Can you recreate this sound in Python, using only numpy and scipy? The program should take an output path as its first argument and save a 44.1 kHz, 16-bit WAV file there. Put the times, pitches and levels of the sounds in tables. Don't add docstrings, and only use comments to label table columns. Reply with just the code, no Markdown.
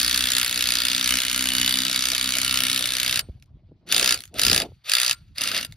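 import sys
import numpy as np
from scipy import signal
from scipy.fft import rfft, irfft, next_fast_len
from scipy.io import wavfile

SR = 44100
rng = np.random.default_rng(int(sys.argv[2]) if len(sys.argv) > 2 else 0)


def master_out(mix):
    frames = np.transpose(np.atleast_2d(mix))
    ceiling = np.clip(frames, -1, 1)
    pcm = np.round(ceiling * 32767).astype(np.int16)
    wavfile.write(sys.argv[1], SR, pcm)


N = 254368


def amp(db):
    return 10 ** (np.asarray(db) / 20)


def rms_one(x):
    return x / np.sqrt(np.mean(x ** 2) + 1e-20)


def in_time(rows):
    time_s, *columns = np.transpose(rows)
    return [np.interp(np.arange(N) / SR, time_s, column) for column in columns]


def at_hz(points, hz):
    points = np.array(points)
    return np.interp(np.log(hz), np.log(points[:, 0]), points[:, 1])


def samples(events):
    return (np.array(events)[:, 0] * SR).astype(int)


def latest(at):
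    return np.maximum(np.searchsorted(at, np.arange(N), "right") - 1, 0)


def drift(rate):
    knots = int(N / SR * rate * 2) + 2
    return np.interp(np.arange(N), np.linspace(0, N, knots), rng.standard_normal(knots))


def clicks(events, gains):
    out = np.full(N, 1e-18)
    out[samples(events)] = gains
    return out


def fade(x, t60):
    return signal.lfilter([1], [1, -amp(-60 / (t60 * SR))], x)


def ring(x, hz, t60):
    r, w = amp(-60 / (t60 * SR)), 2 * np.pi * hz / SR
    return signal.lfilter([0, np.sin(w)], [1, -2 * r * np.cos(w), r * r], x)


def glide(x, hz, t60):
    turn = np.exp(2j * np.pi * np.cumsum(hz * np.ones(N)) / SR)
    return np.imag(turn * fade(x / turn, t60))


def bandpass(x, low_hz, high_hz, order):
    return signal.sosfilt(signal.butter(order, [low_hz, high_hz], "band", fs=SR, output="sos"), x)


def bands(white):
    edges_hz = 600 * 2 ** np.arange(0, 5.1, 1 / 3)
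    for k, (low, high) in enumerate(zip(edges_hz, edges_hz[1:])):
        yield np.sqrt(low * high), bandpass(white[k % 2], low, high, order=2)


def hiss(spectrum, white, patchy_db, rate):
    together = drift(rate)
    out = 0
    for hz, noise in bands(white):
        flicker_db = patchy_db * (together + 1.2 * drift(rate))
        out = out + amp(at_hz(spectrum, hz) + flicker_db) * noise
    return rms_one(out)


def hammer_blows():
    # (blows struck so far, time [s])
    pace = [(0, -.0027), (8, .128), (26, .4136), (44, .7044), (54, .8678), (78, 1.2501), (106, 1.693),
            (170, 2.6984), (176, 2.7918), (182, 2.8891), (186, 2.9514), (200, 3.1734)]
    # (first blow [s], number of blows)
    bursts = [(3.924, 13), (4.3943, 12), (4.8959, 14)]
    # (time [s], mean level of first 4 ms [dB], first dog above mean [dB])
    force = [(0, -16, 0), (.22, -17.5, -3), (.32, -18, 2), (.38, -15.5, 0), (.51, -21, 0), (.58, -18, 1.5),
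             (.8, -17, -2), (1.03, -18.5, -1.5), (1.12, -16, -.5), (1.25, -19, 0), (1.54, -18.5, -1),
             (1.62, -16.5, -1.5), (1.76, -17.5, 1.5), (1.85, -18.5, 0), (2.16, -18.5, -1.5),
             (2.3, -19.5, 0), (2.38, -18.5, 1.5), (2.6, -17, 2.5), (2.73, -17, 1), (2.82, -20.5, 1.5),
             (3.01, -20, -3), (3.08, -18, -.5), (3.17, -18, -2), (3.92, -13, 0), (4.03, -15.5, -.7),
             (4.12, -12.5, 0), (4.58, -13.5, .5), (4.89, -19, 0), (4.92, -13, 0), (4.95, -12, 0),
             (4.98, -16.5, .5), (5.03, -15, .5), (5.08, -18, 0), (5.11, -13.5, 0)]
    # (time [s], level of first 4 ms [dB])
    strays = [(3.192, -15.5), (4.1428, -18.5), (4.6003, -18.5), (4.6185, -20.5), (5.129, -25),
              (5.3822, -22), (5.4093, -22), (5.4163, -18.5), (5.4368, -18.5), (5.4564, -25),
              (5.4742, -19.5), (5.4863, -23.5), (5.5156, -22.5), (5.5463, -22), (5.5649, -22),
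              (5.5768, -21.5), (5.6107, -28), (5.6285, -25.5), (5.6479, -26)]
    start_gaps_s, gap_s = [.0213, .0183], .01597
    scatter_s, scatter_db = .0001, 1.1

    struck, struck_s = np.transpose(pace)
    times = [np.interp(np.arange(struck[-1] + 1), struck, struck_s)]
    for first_s, count in bursts:
        gaps_s = [0] + start_gaps_s + [gap_s] * (count - 3)
        times.append(first_s + np.cumsum(gaps_s))
    times = np.concatenate(times)

    luck = rng.standard_normal((len(times), 2))
    at_s, force_db, dog_db = np.transpose(force)
    level_db = np.interp(times, at_s, force_db)
    level_db = level_db + np.interp(times, at_s, dog_db) * (-1) ** np.arange(len(times))
    blow_s = np.maximum(times + scatter_s * luck[:, 0], 0)
    regular = np.transpose([blow_s, level_db + scatter_db * luck[:, 1]])
    rows = np.vstack([regular, strays])
    return rows[np.argsort(rows[:, 0])]


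def habitual(blows, count):
    size, repeated, lasting = 900, .6, .9
    at = samples(blows)
    fresh = rng.standard_normal((count, len(at) + 40, size))
    pattern = signal.lfilter([np.sqrt(1 - lasting ** 2)], [1, 0, -lasting], fresh, axis=1)[:, 40:]
    last = latest(at)
    since = np.arange(N) - at[last]
    share = repeated * ((since >= 0) & (since < size))
    chance = rng.standard_normal((count, N))
    return np.sqrt(share) * pattern[:, last, since % size] + np.sqrt(1 - share) * chance


def clash(events, white, colour_db, t60_scale, rise_s):
    # (frequency [Hz], density [dB])
    clash_spectrum = [(700, -42), (950, -34), (1250, -22), (2000, -13), (3000, -2.5), (4200, -0.5),
                      (5600, -1.5), (7000, -3), (10000, -5), (13000, -11.5), (15500, -17)]
    # (frequency [Hz], t60 [s])
    clash_decay = [(1000, 0.11), (2500, 0.026), (6000, 0.0082), (14000, 0.019)]
    out, luck = 0, rng.standard_normal((len(events), 15))
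    level_db = np.array(events)[:, 1]
    for k, (hz, noise) in enumerate(bands(white)):
        struck = clicks(events, amp(level_db + colour_db * luck[:, k]))
        shape = fade(fade(struck, rise_s), t60_scale * at_hz(clash_decay, hz))
        shape = shape / (rise_s * SR / np.log(1000))
        out = out + amp(at_hz(clash_spectrum, hz)) * noise * shape
    return out


def steel_modes():
    # (frequency [Hz], relative level [dB], t60 [s])
    seated_modes = [(3005, -23.5, 0.028), (4670, -21, 0.02), (4815, -17.5, 0.017), (3920, -18.5, 0.022),
                    (3600, -17, 0.008), (1398, -41, 0.16)]
    # (frequency [Hz], relative level [dB], t60 [s])
    other_modes = [(1572, -38, .07), (1728, -35, .06), (2357, -41, 0.07), (2690, -31, .03),
                   (6780, -24, 0.015), (8725, -38, .14), (10100, -29, 0.025)]
    # (time [s], stud [dB], socket [dB], anvil [dB], nut [dB], hub [dB])
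    seating = [(0, -11.5, 1, -3, -4, 0), (.25, -11, 0, 0, 5, -1), (.5, -11, -3, -5, -6, 0),
               (.65, -11, 0, 1, 1, 4), (.85, -9, 1, -4, 3, 0), (1.05, -9, 2, -1, 1, -2),
               (1.15, 10, 0, -2, 0, 0), (1.21, -4, -4, -4, -2, -1), (1.26, 10, -4, -5, 0, -1),
               (1.32, -3, -4, -6, -1, 1), (1.42, 0, -3, -7, -4, -2), (1.5, 8, 0, -9, -6, -3),
               (1.7, 7, 1, -2, -3, -1), (1.9, 4, 1, 4, -1, 2), (2.2, -3, 2, 2, -1, 0),
               (2.42, 5, -2, -2, 0, 2), (2.65, 1, -2, 1, 5, 0), (2.8, -3, -1, -4, -3, -2),
               (3.2, -6.5, 1, -8, -2, -9), (3.95, -4, 2, -6, 2, 2), (4.6, -4, 3, -2, 3, 0),
               (5.12, -2, 2, -2, 0, 0), (5.45, 5, 3, -6, -4, 0)]
    # (time [s], stud [%], socket [%], hub [%])
    bending = [(.4, 0, .3, .6), (.56, 0, -2, .6), (.85, 0, 0, .6), (1.5, -1, -1.5, .6), (1.75, 0, 0, .6),
               (2.0, 0, -1.5, .6), (2.2, 0, -.5, .6), (2.4, 0, -2, .6), (3.2, 0, 0, .6), (3.93, 0, 1.5, 0),
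               (5.12, 0, .5, -.8), (5.45, -6, 3, -.6)]

    stud_db, socket_db, *others_db = in_time(seating)
    change_db = [stud_db, socket_db, socket_db, *others_db] + [2.2 * drift(3.0) for mode in other_modes]
    stud, socket, hub = in_time(bending)
    socket = socket + .8 * drift(30)
    bend = [stud, socket, socket, 0, 0, hub] + [0] * len(other_modes)
    modes = []
    for (hz, level_db, t60), change, percent in zip(seated_modes + other_modes, change_db, bend):
        modes.append((hz * (1 + percent / 100), level_db + change, t60))
    return modes


def steel(blows, modes, spread_db, contact_s, clean):
    out, luck = 0, rng.standard_normal((len(blows), len(modes)))
    rough = habitual(blows, count=1)[0] / np.sqrt(contact_s * SR / 14)
    for k, (hz, level_db, t60) in enumerate(modes):
        struck = amp(level_db) * clicks(blows, amp(blows[:, 1] + spread_db * luck[:, k]))
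        drive = clean * struck * (-1) ** k + .65 * rough * fade(struck, contact_s)
        out = out + glide(drive, hz, t60)
    return out


def with_force(x, events):
    at, length = samples(events), round(.004 * SR)
    energy = np.cumsum(np.append(0, x ** 2))
    rms = np.sqrt((energy[at + length] - energy[at]) / length)
    gain = amp(np.array(events)[:, 1]) / rms
    return x * gain[latest(at)]


def axle(blows, spread_db, wander_db, rate):
    # (frequency [Hz], level [dB], t60 [s])
    low_modes = [(126, -37, .05), (176, -27.5, 0.019), (271.6, -27, 0.044), (309.2, -36.5, 0.047),
                 (630, -37, 0.028)]
    rocking = 63, -43.5, .1
    # (time [s], axle [dB], drum [dB], rocking [dB])
    shaking = [(0, -6, -8, 0), (.2, -3, -10, 1), (.32, -9, -6, -12), (.42, -3, -9, 1), (.49, -12, -9, -20),
               (.56, -6, -8, -1), (.88, -8, -8, 0), (.99, -2, -8, -16), (1.09, -7, -9, 1),
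               (1.16, -1, -6, -1), (1.21, -14, -9, -18), (1.31, -6, -9, -3), (1.8, 0, -9, -5),
               (1.9, -1, -6, -20), (1.96, -4, -7, -3), (2.15, -8, -8, -3), (2.6, -3, -6, -3),
               (2.76, -2, -7, -12), (2.89, -11, -9, -3), (3.2, -12, -8, -5), (4.6, -14, -8, -6),
               (4.9, -30, -16, -25), (5.2, -26, -13, -15), (5.42, -9, -1, -6), (5.5, -18, -1, -6),
               (5.55, -9, -3, -6), (5.65, -14, -3, -6)]
    push = clicks(blows, amp(spread_db * rng.standard_normal(len(blows))))
    axle_db, drum_db, rocking_db = in_time(shaking)
    grips_db = [axle_db] * (len(low_modes) - 1) + [drum_db, rocking_db]
    out = 0
    for k, ((hz, level_db, t60), grip_db) in enumerate(zip(low_modes + [rocking], grips_db)):
        gain = amp(grip_db + level_db + wander_db * drift(rate))
        out = out + ring(gain * push, hz, t60) * (-1) ** k
    return out


def running():
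    # (pressed [s], released [s], level at speed [dB], level at release [dB], braking [dB/s])
    pulls = [(-1, 3.195, -33, -34, 900), (3.86, 4.14, -30.5, -30.5, 350), (4.335, 4.61, -31, -33, 450),
             (4.835, 5.115, -32, -31, 1000), (5.345, 5.595, -33, -28, 420)]
    spin_up_s, spin_up_power = .06, 1.5
    coast_below_db, coast_db_per_s = 25, 100
    t, out = np.arange(N) / SR, 0
    for pressed, released, start_db, end_db, braking in pulls:
        speed = np.clip((t - pressed) / spin_up_s, 0, 1)
        after = np.maximum(t - released, 0)
        dying_db = np.maximum(-braking * after, -coast_below_db - coast_db_per_s * after)
        held_db = np.interp(t, [pressed, released], [start_db, end_db])
        out = out + speed ** spin_up_power * amp(held_db + dying_db)
    return out


def gears(loudness, blows, modes, ring_db):
    # (frequency [Hz], density [dB])
    rattle_spectrum = [(700, -29), (950, -17), (1250, -1.5), (2500, 1.5), (4500, 4), (6000, -6),
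                       (10000, -8), (15500, -11.5)]
    rattle = hiss(rattle_spectrum, habitual(blows, count=2), patchy_db=2, rate=60)
    rung = sum(glide(amp(level_db) * rattle, hz, t60) for hz, level_db, t60 in modes)
    return loudness * (rattle + amp(ring_db) * rms_one(rung))


def housing(loudness):
    drone = bandpass(rng.standard_normal(N), 470, 710, order=2)
    return amp(-22 + 2.5 * drift(30)) * loudness * rms_one(drone)


def wind(apart):
    # (time [s], relative rumble level [dB], relative flutter level [dB])
    gusts = [(0, -53, -54.5), (1.5, -55.5, -61), (3.2, -51, -54), (3.3, -49, -66), (3.36, -55, -72),
             (3.52, -51, -72), (3.8, -64, -70), (3.95, -52, -44), (4.15, -56, -46.5), (4.28, -56, -80),
             (4.35, -46, -48), (4.53, -41, -40), (4.64, -50, -36), (4.69, -47, -60), (4.8, -61.5, -88),
             (4.9, -66, -63.5), (5.1, -56, -65), (5.17, -50, -72), (5.33, -53, -85), (5.45, -58.5, -51),
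             (5.62, -50, -52), (5.7, -48, -70), (5.76, -54, -72)]
    rumble_db, flutter_db = in_time(gusts)
    white = rng.standard_normal((2, 2, N)) * [[1], [apart]]
    rumble = bandpass(white[0] * amp(4.7 * drift(25)), 40, 135, order=3)
    low = rms_one(bandpass(white[1] * amp(4.6 * drift(60)), 140, 340, order=3))
    high = rms_one(bandpass(white[1] * amp(4.6 * drift(60)), 340, 750, order=3))
    flutter = low + amp(.4 * np.minimum(flutter_db + 55, 8)) * high
    mid, side = amp(rumble_db) * rms_one(rumble) + amp(flutter_db - 2) * flutter
    return mid + wind_pops() + side * [[1], [-1]]


def wind_pops():
    # (time [s], level before the low-pass [dB], pitch [Hz])
    pop_rows = [(3.2875, -27, 300), (3.295, -20, 70), (3.57, -39.5, 151), (3.689, -44, 250),
                (3.695, -40, 120), (3.713, -42, 250), (3.718, -32, 330), (3.724, -35, 170),
                (4.345, -30, 285), (4.387, -28, 580), (4.473, -17, 240), (4.501, -16, 330),
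                (4.524, -15, 280), (4.536, -20, 170), (4.579, -21, 610), (4.599, -21, 560),
                (4.644, -24, 640), (4.689, -36, 400), (4.719, -34, 500)]
    out = 0
    for time_s, level_db, hz in pop_rows:
        thump = ring(clicks([(time_s, level_db)], amp(level_db)), hz, 3.0 / hz)
        knock = ring(clicks([(time_s, level_db)], amp(level_db - 22)), 620, .02)
        out = out + thump - knock
    return signal.sosfilt(signal.butter(4, 950, fs=SR, output="sos"), out)


def far_hiss():
    # (frequency [Hz], density [dB])
    air_spectrum = [(700, 14), (1500, 10), (4500, 9), (7000, -19)]
    return amp(-79.5) * hiss(air_spectrum, rng.standard_normal((2, N)), patchy_db=4, rate=20)


def socket_knocks():
    # (time [s], click level [dB])
    knock_rows = [(0.723, -40), (1.14, -40), (1.452, -40), (1.896, -36), (2.129, -36), (2.364, -36),
                  (2.604, -38), (2.804, -40), (3.19, -42)]
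    knocks = clicks(knock_rows, amp(np.array(knock_rows)[:, 1]))
    return ring(knocks, 655, .07) + .6 * ring(knocks, 545, .05)


def socket_ticks():
    # (time [s], relative level [dB])
    tick_rows = [(3.399, -55), (3.4244, -38), (3.459, -59), (3.889, -28), (3.916, -14), (4.1753, -24),
                 (4.1897, -30), (4.2052, -26), (4.2201, -33), (4.2373, -28), (4.254, -31), (4.277, -40),
                 (4.3417, -32), (4.386, -16), (5.712, -46), (5.7232, -32)]
    white = rng.standard_normal((2, N))
    return amp(10.5) * clash(tick_rows, white, colour_db=2, t60_scale=.3, rise_s=.0036)


def ports(x):
    # (frequency [Hz], left leads by [rad])
    lead_points = [(700, .3), (2100, .15), (2600, .8), (4500, .7), (4900, 0), (5400, .2), (7200, 3.0),
                   (8000, 3.2), (11300, 6.3), (13800, 9.3), (15700, 10.2)]
    # (frequency [Hz], left minus right [dB])
    balance = [(600, 0), (950, 5.5), (1400, 3), (2200, 0)]
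    size = next_fast_len(N + 4096)
    hz = np.maximum(np.arange(size // 2 + 1) * SR / size, 1)
    lead_hz, lead_rad = np.transpose([(0, 0)] + list(lead_points))
    lead = np.interp(hz, lead_hz, lead_rad)
    half = amp(at_hz(balance, hz) / 2) * np.exp(.5j * lead)
    spectrum = rfft(x, size)
    return np.array([irfft(spectrum * h, size)[:N] for h in (half, 1 / half)])


def surroundings(x, echo_db):
    lags = (rng.uniform(.0005, .02, (2, 14)) * SR).astype(int)
    sides = []
    for side in lags:
        echoes = [amp(echo_db - 400 * lag / SR) * (-1) ** lag * np.pad(x, (lag, 0))[:N] for lag in side]
        sides.append(sum(echoes))
    return np.array(sides)


def scattered_clash(blows):
    white = rng.standard_normal((2, N))
    unlike = with_force(clash(blows, white, colour_db=1, t60_scale=1.1, rise_s=.003), blows)
    return amp(-13.5) * unlike * [[1], [-1]]


def scene():
    blows = hammer_blows()
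    modes = steel_modes()
    loudness = running()
    hammer = clash(blows, habitual(blows, count=2), colour_db=1.8, t60_scale=.98, rise_s=.0031)
    hammer = hammer + steel(blows, modes, spread_db=2.5, contact_s=.01, clean=1.3)
    tool = with_force(hammer, blows) + socket_ticks() + gears(loudness, blows, modes, ring_db=-8)
    tool = signal.sosfilt(signal.butter(2, 900, "high", fs=SR, output="sos"), tool)
    thuds = axle(blows, spread_db=1.8, wander_db=2.5, rate=10) + socket_knocks()
    shared_air, *port_air = [far_hiss() for _ in range(3)]
    near = ports(tool + thuds + housing(loudness) + shared_air)
    near = near + surroundings(tool, echo_db=-17) + scattered_clash(blows)
    return near + .6 * np.array(port_air) + wind(apart=.14)


def record(dry):
    dry = signal.sosfilt(signal.butter(2, 42, "high", fs=SR, output="sos"), dry)
    cutoff_hz = 16400
    return signal.sosfilt(signal.cheby2(18, 80, cutoff_hz, fs=SR, output="sos"), np.tanh(dry))


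dry = scene()
out = record(dry)
master_out(out)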